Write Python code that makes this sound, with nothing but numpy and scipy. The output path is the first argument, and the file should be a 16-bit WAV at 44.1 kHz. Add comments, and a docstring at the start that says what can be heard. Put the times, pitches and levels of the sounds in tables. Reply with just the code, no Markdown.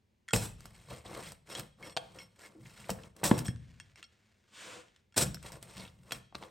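"""Over the hush of a small kitchen, a steel wheel cutter meets a crisp pizza on a wooden board, close by.
The loose disc ticks and sings, the rim crunches in showers of fractures, and the board knocks and rumbles.
The wheel rolls on through the thin base with a fine crackle and dull grinding, as small pockets cave in.
After the far rim the hands rustle on the handle, and a bump and a dry swish pass round the pizza.
Then comes the second cut, with another crunching rim and more crackle, ending in light clacks on the board."""
import sys
import numpy as np
from scipy import signal
from scipy.fft import rfft, irfft
from scipy.io import wavfile
from scipy.ndimage import uniform_filter1d

SR = 44100
rng = np.random.default_rng(int(sys.argv[2]) if len(sys.argv) > 2 else 0)


def output_pcm(signal):
    """Save a mono or channel-first signal as 16-bit PCM at the path in sys.argv[1].

    Samples are clipped to [-1, 1] before scaling.
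    """
    pcm = np.clip(np.atleast_2d(signal).T, -1, 1) * 32767
    wavfile.write(sys.argv[1], SR, np.round(pcm).astype(np.int16))


N = 286650
TIME = np.arange(N) / SR

# Stretches of crust giving way. Each row: start in seconds, relative level in dB, rise in seconds,
# hold in seconds, t60 in seconds, relative level of the board rumble in dB.
CRUNCHES = [(0.331, -34, 0.0018, 0.015, 0.21, -30.5), (0.389, -45.5, 0.039, 0.024, 0.2, -63),
            (1.581, -55, 0.0044, 0.0081, 0.081, -47), (2.89, -45.5, 0.008, 0.007, 0.13, -39),
            (3.235, -32, 0.0047, 0.019, 0.22, -36), (3.377, -44, 0.0019, 0.009, 0.06, -39),
            (3.443, -49, 0.0093, 0.011, 0.091, -52.5), (5.161, -27.5, 0.015, 0.0055, 0.16, -41),
            (5.205, -34.5, 0.0075, 0.021, 0.053, -40), (5.254, -54, .008, 0.0087, 0.073, -39),
            (6.107, -59, 0.015, 0.043, 0.13, -54)]
# Pushes of the wheel through the base. 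Each row: start in seconds, rise in seconds, length in seconds,
# then the relative levels in dB of crackle, dull grinding and board rumble.
PUSHES = [(0.557, 0.059, 0.44, -70.5, -72.5, -65), (0.873, 0.041, 0.065, -59.5, -55, -53.5),
          (1.039, 0.017, 0.049, -61.5, -55.5, -55.5), (1.086, 0.072, 0.12, -58, -51, -56),
          (1.205, 0.055, 0.098, -60, -66, -55), (1.455, 0.078, 0.14, -55.5, -53.5, -60.5),
          (1.771, 0.051, 0.12, -68.5, -58.5, -57), (2, 0.021, 0.24, -75, -68.5, -61.5),
          (2.142, 0.012, 0.016, -66.5, -65, -78), (2.28, 0.056, 0.064, -84, -83, -77),
          (2.355, 0.089, 0.1, -63.5, -64, -70), (2.47, 0.026, 0.1, -84.5, -71.5, -72),
          (2.56, 0.057, 0.12, -84, -72, -57), (2.599, 0.1, 0.13, -67, -81, -65),
          (2.736, 0.06, 0.16, -64.5, -66.5, -60), (2.921, 0.051, 0.14, -72, -64.5, -64),
          (3.147, 0.14, 0.26, -61, -48.5, -59), (5.416, 0.039, 0.054, -57, -58.5, -56.5),
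          (5.521, 0.014, 0.018, -59.5, -57.5, -55), (5.605, 0.03, 0.093, -67.5, -65, -63.5),
          (5.682, 0.0093, 0.092, -67, -70, -71), (5.757, 0.014, 0.094, -60.5, -58, -52),
          (5.903, 0.11, 0.13, -82.5, -79, -59.5), (6.039, 0.095, 0.12, -64.5, -59, -64.5),
          (6.341, 0.016, 0.045, -67, -73, -55), (6.406, 0.011, 0.047, -68.5, -58, -70)]
# Modes of the steel disc. Each row: pitch in Hz, relative level in dB, usual t60 in seconds.
DISC_MODES = [(970, -8, 0.017), (1425, -7, 0.04), (1850, -6.5, 0.04), (2176, -6.5, 0.07), (2770, -7, 0.03),
              (3260, -5.5, 0.12), (3370, -9, 0.07), (4370, -4, 0.024), (5300, -10, 0.08), (5520, -7.5, .12),
              (5600, -10, .08), (8130, -10, 0.09), (8280, -6, 0.1), (11250, -10, .05), (12900, -13, .07)]
# Colour of the breaking base. Each row: frequency in Hz, relative level in dB per Hz.
BASE_COLOUR = [(200, -12.5), (700, -4.5), (1300, -3), (2100, -1), (3200, -4), (4500, -5), (7000, -8.5),
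               (8300, -3), (9500, -8.5), (12000, -13), (16000, -22.5)]
# Colour of dull grinding along the wood. Each row: frequency in Hz, relative level in dB per Hz.
GRIND_COLOUR = [(100, -15), (220, -7), (500, 1), (750, -9.5), (1200, -7.5), (3000, -47)]
FLUTTERS_PER_S = 130  # new random values per second in the flutter of each disc mode


def amp(db):
    """Decibels to gain."""
    return 10 ** (np.asarray(db) / 20)


def evened(x):
    """Scales to rms 1."""
    return x / np.sqrt(np.mean(x ** 2) + 1e-20)


def sized(x, db):
    """Sets the rms level of the loudest 2 ms of a hit."""
    return amp(db) * x / np.sqrt(uniform_filter1d(x ** 2, size=88).max())


def read(points, hz):
    """Reads a table on a log-frequency axis."""
    f, value = np.transpose(points)
    return np.interp(np.log(hz + 1), np.log(f + 1), value)


def add(mix, s, sound):
    """Mixes a sound in at time s."""
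    part = mix[round(s * SR):][:len(sound)]
    part += sound[:len(part)]


def colour(x, points):
    """Causal minimum-phase filter with the given spectrum, so that clicks keep their attack."""
    log_gain = np.log(amp(read(points, abs(np.fft.fftfreq(4096, 1 / SR)))))
    spectrum = np.exp(np.conj(signal.hilbert(log_gain)))
    taps = np.fft.ifft(spectrum).real[:2048]
    return signal.fftconvolve(x, taps / np.linalg.norm(taps))[:len(x)]


def resonate(x, hz, width):
    """One resonance of gain 1; width is a share of its pitch."""
    q = 1 / np.clip(width, .02, 1.5)
    return signal.lfilter(*signal.iirpeak(min(hz, SR / 4), q, fs=SR), x)


def ring(modes):
    """Impulse response of a set of dying modes, energy 1."""
    t = TIME[:SR // 3]
    wave = sum(amp(db - 60 * t / t60) * np.sin(2 * np.pi * hz * t) for hz, db, t60 in modes)
    return wave / np.linalg.norm(wave)


def wander(per_s, size):
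    """A random curve that takes a new value per_s times a second, 600 at most; rms 1."""
    steps = TIME[:size] * min(per_s, 600)
    return evened(np.interp(steps, np.arange(4096), rng.standard_normal(4096)))


def swell(rise, hold, t60):
    """Envelope: a straight rise, a hold, a dying tail."""
    t = TIME[:int((rise + hold + 2 * t60) * SR)]
    return np.minimum(t / rise, 1) * amp(-60 * np.maximum(t - rise - hold, 0) / t60)


def effort(strokes):
    """Force of the hand over time, a little uneven, from strokes (s, rise s, length s, dB)."""
    push_t60_s, uneven_db = 0.2, 2
    force = np.zeros(N)
    for s, rise, length, db in strokes:
        add(force, s, amp(db) * swell(rise, max(length - rise, 0), push_t60_s))
    uneven = evened(uniform_filter1d(rng.standard_normal(N), size=700))
    return uniform_filter1d(force, size=400) * amp(uneven_db * uneven)


def burst(t60):
    """A contact: a rattle of micro-impacts that dies within milliseconds."""
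    t = TIME[:SR // 3]
    return rng.standard_normal(len(t)) * amp(-60 * t / t60)


def fractures(per_s, spread_db):
    """Random train of tiny breaks whose sizes spread at random; rms 1."""
    size = amp(spread_db * np.minimum(rng.exponential(1, N), 4))
    return evened(size * rng.choice([-1, 1], N) * (rng.random(N) < per_s / SR))


def flakes(per_s, spread_db, ring_s, count=24):
    """Fractures shared among flakes of many sizes, each with a brief pitch of its own; rms 1."""
    t, out = TIME[:600], np.zeros(N)
    at = np.flatnonzero(rng.random(N) < per_s / SR)
    size = amp(spread_db * np.minimum(rng.exponential(1, len(at)), 4))
    size = size * rng.choice([-1, 1], len(at))
    kind = rng.integers(0, count, len(at))
    for k, hz in enumerate(np.geomspace(400, 15000, count)):
        train = np.zeros(N)
        train[at[kind == k]] = size[kind == k]
        # ring_s is the decay constant at 1 kHz; higher flakes die sooner
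        decay = np.exp(-t / (ring_s * np.sqrt(1000 / hz)))
        ping = decay * np.cos(2 * np.pi * hz * rng.uniform(.93, 1.07) * t)
        out += signal.oaconvolve(train, ping * np.sqrt(hz) / np.linalg.norm(ping))[:N]
    return evened(out)


def pair(z):
    """Makes two unrelated spectra as alike as diffuse sound is at the two microphone ports."""
    # Each row: frequency in Hz, likeness of the ports from 0 to 1.
    likeness = [(100, .98), (330, .7), (600, 0), (1500, 0), (2200, .8), (3400, .6), (4500, .93),
                (8000, .85), (11000, .5)]
    same = np.clip(read(likeness, np.linspace(0, SR / 2, z.shape[1])), -1, 1)
    return np.array([z[0], same * z[0] + np.sqrt(1 - same ** 2) * z[1]])


def air():
    """The faint steady hush of the room, as shaped noise."""
    # Each row: frequency in Hz, relative level in dB per Hz.
    hush_colour = [(12, -46), (20, -12), (98, -1), (168, -11), (204, -4), (310, -20.5), (347, -14),
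                   (1370, -29), (2140, -27), (16000, -44)]
    level_db = -73.5
    z = pair(rfft(rng.standard_normal((2, N)))) * amp(read(hush_colour, np.fft.rfftfreq(N, 1 / SR)))
    return amp(level_db) * evened(irfft(z, N))


def disc(x):
    """The ring of the steel disc; dough and holder make each mode flutter on its own in level and pitch."""
    depth = 1  # flutter as a share of the mode's level
    out, energy = np.zeros(len(x)), 0
    for hz, db, t60 in DISC_MODES:
        loss = np.log(1000) / (t60 * SR)
        pole = np.exp(2j * np.pi * hz / SR - loss)
        mode = signal.lfilter([1], [1, -pole], x + 1e-18)
        flutter = 1 + depth * (wander(FLUTTERS_PER_S, len(x)) + 1j * wander(FLUTTERS_PER_S, len(x)))
        out += amp(db) * (mode * flutter).imag
        energy += amp(db) ** 2 * (1 + 2 * depth ** 2) / (4 * loss)
    return out / np.sqrt(energy)


def through_disc(x, ring_db):
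    """Whatever breaks at the edge also rings the steel disc."""
    return x + amp(ring_db) * disc(x)


def axle():
    """Play in the axle lets the disc tick, and chafe with a scrape that half hides its ring."""
    # Ticks. Each row: start in seconds, relative level in dB, brightest frequency in Hz,
    # ring of the disc in dB against the click.
    ticks = [(0.281, -42.5, 1990, -18), (0.286, -34.5, 1670, -9), (0.308, -37, 1380, -6),
             (1.551, -30, 3400, -10), (1.558, -40, 3400, -5), (1.827, -40.5, 2330, -0.5),
             (1.871, -45, 3200, -8), (1.897, -44, 4000, -11), (1.967, -32, 4200, -29),
             (1.972, -22, 3320, -12.5), (2.187, -41, 2900, -7), (3.035, -45.5, 3000, -22),
             (3.482, -31.5, 1760, -13), (3.561, -51, 2090, -15), (3.8, -37, 2000, -7.5),
             (3.958, -46, 1900, -7.5), (3.978, -54, 2700, -13.5), (4.028, -37, 2335, -10.5),
             (4.041, -46, 4930, -2), (4.883, -56.5, 3450, -15.5), (4.962, -53, 3280, -13),
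             (5.124, -56.5, 1520, 1), (5.143, -52, 1700, 0), (6.122, -32.5, 4200, -7)]
    # The disc chafing against its holder. Each row: start in seconds, relative level in dB, length in seconds.
    chafes = [(1.493, -52.5, 0.038), (1.829, -55, 0.066), (1.887, -59, 0.051), (2.185, -57, 0.056),
              (3.336, -53, 0.034), (3.465, -60.5, 0.054)]
    # Each row: frequency in Hz, relative level in dB per Hz.
    click_colour = [(300, -18.5), (900, -5.0), (1700, 1), (5000, -2.5), (9000, -4.0), (15000, -28)]
    out, rub = np.zeros(N), np.zeros(N)
    for s, db, hz, ring_db in ticks:
        click = colour(burst(t60=0.014), click_colour)
        click += amp(7.5) * resonate(click, hz, width=0.26)
        add(out, s, sized(through_disc(click, ring_db), db - 6.0))
    for s, db, length in chafes:
        add(rub, s, amp(db) * signal.windows.tukey(int(length * SR), .5))
    slips = rub * fractures(per_s=2500, spread_db=1.5)
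    return out + amp(-1.0) * disc(slips) + amp(-5) * colour(slips, BASE_COLOUR)


def pings():
    """Where the disc is let go decides which of its modes sings out; the ring wavers as the wheel turns."""
    # The disc slipping free of the dough. Each row: start in seconds, relative level in dB,
    # pitch of the favoured mode in Hz, ring time as a multiple of the usual.
    releases = [(0.286, -50, 3260, .8), (2.188, -50, 5520, 1.3), (2.19, -53, 3260, .9),
                (2.203, -51, 2176, 1.4), (3.456, -46, 3260, .9), (3.461, -45, 5520, 1.1),
                (3.467, -38, 8280, .6), (5.345, -43, 5300, .5), (6.122, -44, 5520, .8)]
    focus_db_per_octave, flutter_depth = 32, .55
    out = np.zeros(N)
    for s, db, favoured_hz, sustain in releases:
        note = 0
        for hz, level, t60 in DISC_MODES:
            weight = amp(level - focus_db_per_octave * abs(np.log2(hz / favoured_hz)))
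            mode = ring([(hz, 0, t60 * sustain)]) * np.sqrt(t60)
            note = note + weight * mode * (1 + flutter_depth * wander(FLUTTERS_PER_S, len(mode)))
        add(out, s, sized(note, db))
    return out


def rim():
    """Crust collapses in dense showers of fractures, with single flakes snapping."""
    # The loudest flakes snapping. Each row: start in seconds, relative level in dB.
    snaps = [(0.335, -19), (0.362, -20), (0.606, -43.5), (0.656, -36), (1.320, -37), (1.596, -28.5),
             (2.903, -23.5), (3.165, -43.5), (3.241, -24.5), (3.263, -25), (3.276, -24.5), (3.39, -25),
             (3.467, -43), (5.178, -16.5), (5.212, -20), (5.345, -31), (5.428, -39.5), (5.52, -37),
             (5.627, -35.5), (6.121, -24)]
    # Each row: frequency in Hz, relative level in dB per Hz.
    crust_colour = [(59, -35.5), (100, -5), (295, -4), (608, -7), (752, -9.5), (1420, -11.5), (2270, -13),
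                    (5190, -11), (7140, -12), (7940, -5.5), (10000, -15.5), (11200, -10.5), (13800, -23),
                    (16000, -21)]
    force = np.zeros(N)
    for s, db, rise, hold, t60, _ in CRUNCHES:
        add(force, s, amp(db) * swell(rise, hold, t60))
    shower = fractures(per_s=4900, spread_db=4.5)
    shower = shower + amp(-2.0) * flakes(per_s=6000, spread_db=2.5, ring_s=0.0029)
    breaks = force * evened(shower)
    for s, db in snaps:
        add(breaks, s, sized(burst(t60=0.018), db - 7.5))
    return through_disc(colour(breaks, crust_colour), ring_db=-17.0)


def rumble():
    """The board shakes under every push and each time the crust gives way."""
    # Each row: frequency in Hz, relative level in dB per Hz.
    rumble_colour = [(20, -18), (40, -2), (68, 2), (100, -1.5), (130, 1), (195, -1), (280, -15), (600, -44)]
    shake_rise_s, shake_t60_s = 0.015, 0.26  # the board's own start and stop, whatever the crust does
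    shake = effort((s, rise, length, db) for s, rise, length, _, _, db in PUSHES)
    for s, _, _, hold, _, db in CRUNCHES:
        add(shake, s, amp(db) * swell(shake_rise_s, hold, shake_t60_s))
    return amp(-1.5) * shake * evened(colour(rng.standard_normal(N), rumble_colour))


def knock(db, low_hz, high_hz, contact_s=.03):
    """The wheel meets the wood; dough between dulls the blow, and a light touch hardly moves the whole board."""
    # What the board rings with. Each row: pitch in Hz, relative level in dB, t60 in seconds.
    board_modes = [(68, -19, 0.09), (129, -8.5, 0.16), (165, -5, .11), (196, -3, 0.094), (252, 0.5, 0.055),
                   (330, -6, .03), (420, -7.5, 0.039), (470, -3, 0.06), (568, -6.5, 0.035),
                   (690, -3, 0.022), (810, -5, .02), (1074, -6, 0.031), (1420, -9, 0.032), (2550, 1, 0.018),
                   (3390, 1, 0.02)]
    # Colour of the contact. 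Each row: frequency in Hz, relative level in dB per Hz.
    contact_colour = [(40, -8.5), (200, -2), (600, 1), (1200, -7.5), (3500, -6), (8000, -10), (16000, -7)]
    rattle = colour(burst(t60=contact_s), contact_colour)
    blow = ring(board_modes) + amp(9.0) * rattle / np.linalg.norm(rattle)
    cushion = signal.butter(2, min(high_hz, SR / 3), fs=SR)
    light = signal.butter(1, low_hz, "high", fs=SR)
    return sized(signal.lfilter(*light, signal.lfilter(*cushion, blow)), db - 8.0)


def flex(db, hz):
    """The round, quickly damped note of the board bending under the wheel."""
    rise_s, t60_cycles = .002, 5.6
    shape = swell(rise_s, 0, t60_cycles / hz)
    return sized(shape * np.sin(2 * np.pi * hz * TIME[:len(shape)]), db)


def board():
    """Heavy blows after which the board drops back, and light double clacks as the edge touches, then lands."""
    # Blows that move the whole board. 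Each row: start in seconds, relative level in dB, lowest Hz, highest Hz,
    # pitch of the flex in Hz, relative level of the flex in dB.
    thuds = [(0.3347, -15, 203, 3000, 164, -25), (2.893, -24, 259.6, 1209, 530, -36),
             (3.233, -20.5, 170, 1560, 422, -40), (3.314, -14.5, 170, 430, 245, -15),
             (3.486, -24, 79, 138, 114, -29), (5.170, -28, 297, 1190, 267, -34)]
    # Double clacks. Each row: start in seconds, relative level of the landing in dB, gap in seconds, highest Hz,
    # touch in dB on the landing's scale, pitch of the knock in Hz, that pitch in dB on the same scale.
    clacks = [(0.333, -27, 0.0021, 3510, -1, 2560, 1), (1.9661, -22.5, 0.0066, 4540, 1, 746, -10),
              (3.312, -15.5, 0.0025, 1010, -0.5, 810, -11), (6.109, -23.5, .011, 4000, -8, 1450, -11.5),
              (6.324, -44, 0.002, 1200, -7, 752, -16), (6.348, -23.5, 0.0041, 3530, -12.5, 1135, -15.5),
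              (6.425, -35.5, 0.0015, 3000, -3, 880, -10.5), (6.435, -34.5, 0.0015, 3000, -6, 1150, -18)]
    rebound_s, rebound_db, rebound_low_hz, rebound_high_hz = .024, -8.5, 130, 500
    # a hard edge leaves the wood sooner than one cushioned by dough
    clack_low_hz, clack_contact_s, tone_t60_s = 480, .013, .018
    out = np.zeros(N)
    for s, db, low_hz, high_hz, flex_hz, flex_db in thuds:
        add(out, s, flex(flex_db, flex_hz))
        add(out, s, knock(db, low_hz, high_hz))
        rebound = knock(db + rebound_db, rebound_low_hz, min(high_hz, rebound_high_hz))
        add(out, s + rebound_s, rebound)
    for s, db, gap, high_hz, touch_db, pitch_hz, tone_db in clacks:
        add(out, s, knock(db + touch_db, clack_low_hz, high_hz, clack_contact_s))
        add(out, s + gap, knock(db - 3.0, clack_low_hz, high_hz, clack_contact_s))
        add(out, s + gap, sized(ring([(pitch_hz, 0, tone_t60_s)]), db + tone_db))
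    return out


def rolling():
    """The edge crackles through the thin base in clumps and grinds along the wood."""
    clump_db, clumps_per_s = 2.3, 260
    breaks = fractures(per_s=3200, spread_db=3.0)
    breaks = breaks + amp(1.5) * flakes(per_s=6000, spread_db=2.0, ring_s=0.0012)
    clumps = amp(clump_db * wander(clumps_per_s, N))
    crackle = through_disc(colour(breaks * clumps, BASE_COLOUR), ring_db=-12.0)
    grind = colour(fractures(per_s=610, spread_db=1.5), GRIND_COLOUR)
    cutting = effort((s, rise, length, db) for s, rise, length, db, _, _ in PUSHES)
    pressing = effort((s, rise, length, db) for s, rise, length, _, db, _ in PUSHES)
    return amp(5.0) * cutting * evened(crackle) + pressing * evened(grind)


def pockets():
    """Each small pocket in the base caves in as a short crunch, coloured by its hollow."""
    # Each row: start in seconds, relative level in dB, pitch in Hz, t60 of the crunch in seconds.
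    hollows = [(0.905, -48, 525, 0.079), (0.962, -53, 480, 0.051), (1.005, -62, 2200, 0.045),
               (1.059, -51, 3770, 0.056), (1.112, -51, 790, 0.025), (2.431, -55, 1730, 0.073),
               (2.547, -53.5, 326, 0.22), (2.582, -57.5, 430, 0.038), (2.655, -55.5, 2230, 0.027),
               (2.841, -51, 2300, 0.024), (2.985, -56, 1700, 0.054), (5.368, -52.5, 1526, 0.011),
               (5.457, -55, 1200, 0.023), (5.499, -51.5, 950, 0.018), (5.539, -53.5, 640, 0.018),
               (5.554, -65, 1500, .02), (5.695, -65, 3400, .08), (5.772, -56, 3580, 0.054),
               (5.795, -51, 4060, 0.075), (5.815, -56, 3720, 0.11), (5.849, -50.5, 2880, 0.052),
               (5.876, -55.5, 3300, .03)]
    rise_s, width = 0.0027, 0.44  # width of each resonance as a share of the pitch
    out = np.zeros(N)
    for s, db, hz, t60 in hollows:
        shape = swell(rise_s, 0, t60)
        crunch = shape * rng.standard_normal(SR)[:len(shape)]
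        hollow = resonate(resonate(crunch, hz, width), hz, width)
        add(out, s, sized(hollow, db))
    return out


def hands():
    """Fingers shift on the handle and the crust: a faint rustle of tiny slips."""
    # Changes of grip. Each row: start in seconds, rise in seconds, length in seconds, relative level in dB.
    grips = [(3.55, .05, .38, -73), (3.965, .02, .03, -62), (4.08, .05, .92, -78)]
    # Skin on the handle. Each row: frequency in Hz, relative level in dB per Hz.
    skin_colour = [(100, -16), (400, 2), (900, -6), (2000, 1.5), (3500, -4), (8000, -10.5), (15000, -27)]
    return effort(grips) * evened(colour(fractures(per_s=1900, spread_db=-4.0), skin_colour))


def slide():
    """The hand reaches round the pizza: a soft bump, then fine even friction that swells and fades."""
    # Path of the swish. Each row: time in seconds, relative level in dB.
    path = [(4.48, -78), (4.522, -66.5), (4.545, -55.5), (4.61, -49), (4.736, -50), (4.81, -57.5),
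            (4.848, -74.5), (4.9, -84)]
    # One bump: start in seconds, rise in seconds, length in seconds, relative level in dB.
    bump = (4.5, 0.2, 0.27, -57)
    # Each row: frequency in Hz, relative level in dB per Hz.
    swish_colour = [(100, -9), (450, -16), (650, -15), (1170, -0.5), (2300, 0.5), (3200, 0), (4500, -5.5),
                    (6000, -6.5), (8200, -5.5), (9500, -11.5), (11000, -16), (13000, -29.5), (16000, -26.5)]
    s, db = np.transpose(path)
    force = amp(np.interp(TIME, s, db)) * (TIME > s[0]) * (TIME < s[-1])
    swish = evened(colour(fractures(per_s=20000, spread_db=0.5), swish_colour))
    return force * swish + effort([bump]) * evened(colour(rng.standard_normal(N), GRIND_COLOUR))


def worktop(x):
    """A few early echoes from the worktop and the tiled wall, a little different at each port."""
    taps = np.zeros((2, 2048))
    for side in taps:
        side[rng.integers(60, 600, size=8)] = rng.choice([-1, 1], size=8) / np.sqrt(8)
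    taps = irfft(pair(rfft(taps)))[:, :1024]
    return amp(-11.0) * signal.oaconvolve(x[None], taps, axes=1)[:, :N]


def kitchen(x):
    """Dense reflections from worktop and tiles, each band dying at its own speed."""
    # Each row: frequency in Hz, t60 in seconds.
    decay = [(100, 1.28), (300, 0.32), (1000, 0.36), (4000, 0.67), (14000, 0.17)]
    # Each row: frequency in Hz, relative level of the reverberation in dB.
    wet = [(100, -5.5), (300, -11.5), (600, -3), (1500, -10.5), (5000, -19), (14000, -9.5)]
    hz, t, z = signal.stft(rng.standard_normal((2, SR)), SR, nperseg=256)
    t60 = read(decay, hz)[:, None]
    even_energy = np.sqrt(np.log(10 ** 6) / t60 / SR)  # long and short bands carry the same energy
    tail = signal.istft(z * amp(-60 * t / t60) * even_energy, SR, nperseg=256)[1][:, :SR]
    tail = irfft(pair(rfft(tail)) * amp(read(wet, np.fft.rfftfreq(SR, 1 / SR))))
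    tail = tail * np.clip(TIME[:SR] / 0.00055, 0, 1)  # soft onset
    return signal.fftconvolve(x[None], tail[:, :SR * 3 // 4], axes=1)[:, :N]


def scene():
    """Cutter, crust and board in the kitchen; the slide is further off."""
    slide_direct_db, slide_room_db = -1.5, 4.5
    wheel = axle() + pings()
    pizza = rim() + rolling() + pockets()
    wood = board() + rumble()
    cut = amp(1.55) * (wheel + pizza + wood + hands())
    far = slide()
    direct = cut + amp(slide_direct_db) * far
    room = worktop(cut + far) + kitchen(cut + amp(slide_room_db) * far)
    return direct + room + air()


def record(dry):
    """A bass roll-off, two ports that drift apart in phase in the treble, then the band limit."""
    # Each row: frequency in Hz, phase lead of the left port in radians.
    lead = [(0, 0), (900, -.2), (1500, -.3), (2200, 0), (3150, .6), (4200, 0), (8700, 0), (10200, -3.14),
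            (12000, -6.28), (13800, -9.42), (15500, -12.5)]
    # Each row: frequency in Hz, left level over right in dB.
    balance = [(60, 0.81), (200, 1.2), (600, 0.45), (2000, 0.22), (16000, 0.16)]
    low_cut_hz, edge_hz = 42, 16200
    hz = np.fft.rfftfreq(N, 1 / SR)
    dry = signal.lfilter(*signal.butter(2, low_cut_hz, "high", fs=SR), dry)
    lean = amp(read(balance, hz) / 2)
    ports = irfft(rfft(dry) * np.array([lean, np.exp(-1j * read(lead, hz)) / lean]), N)
    band_limit = signal.firwin(511, edge_hz, window=("kaiser", 9), fs=SR)
    return signal.oaconvolve(ports, band_limit[None], "same")


dry = scene()
out = record(dry)
output_pcm(out)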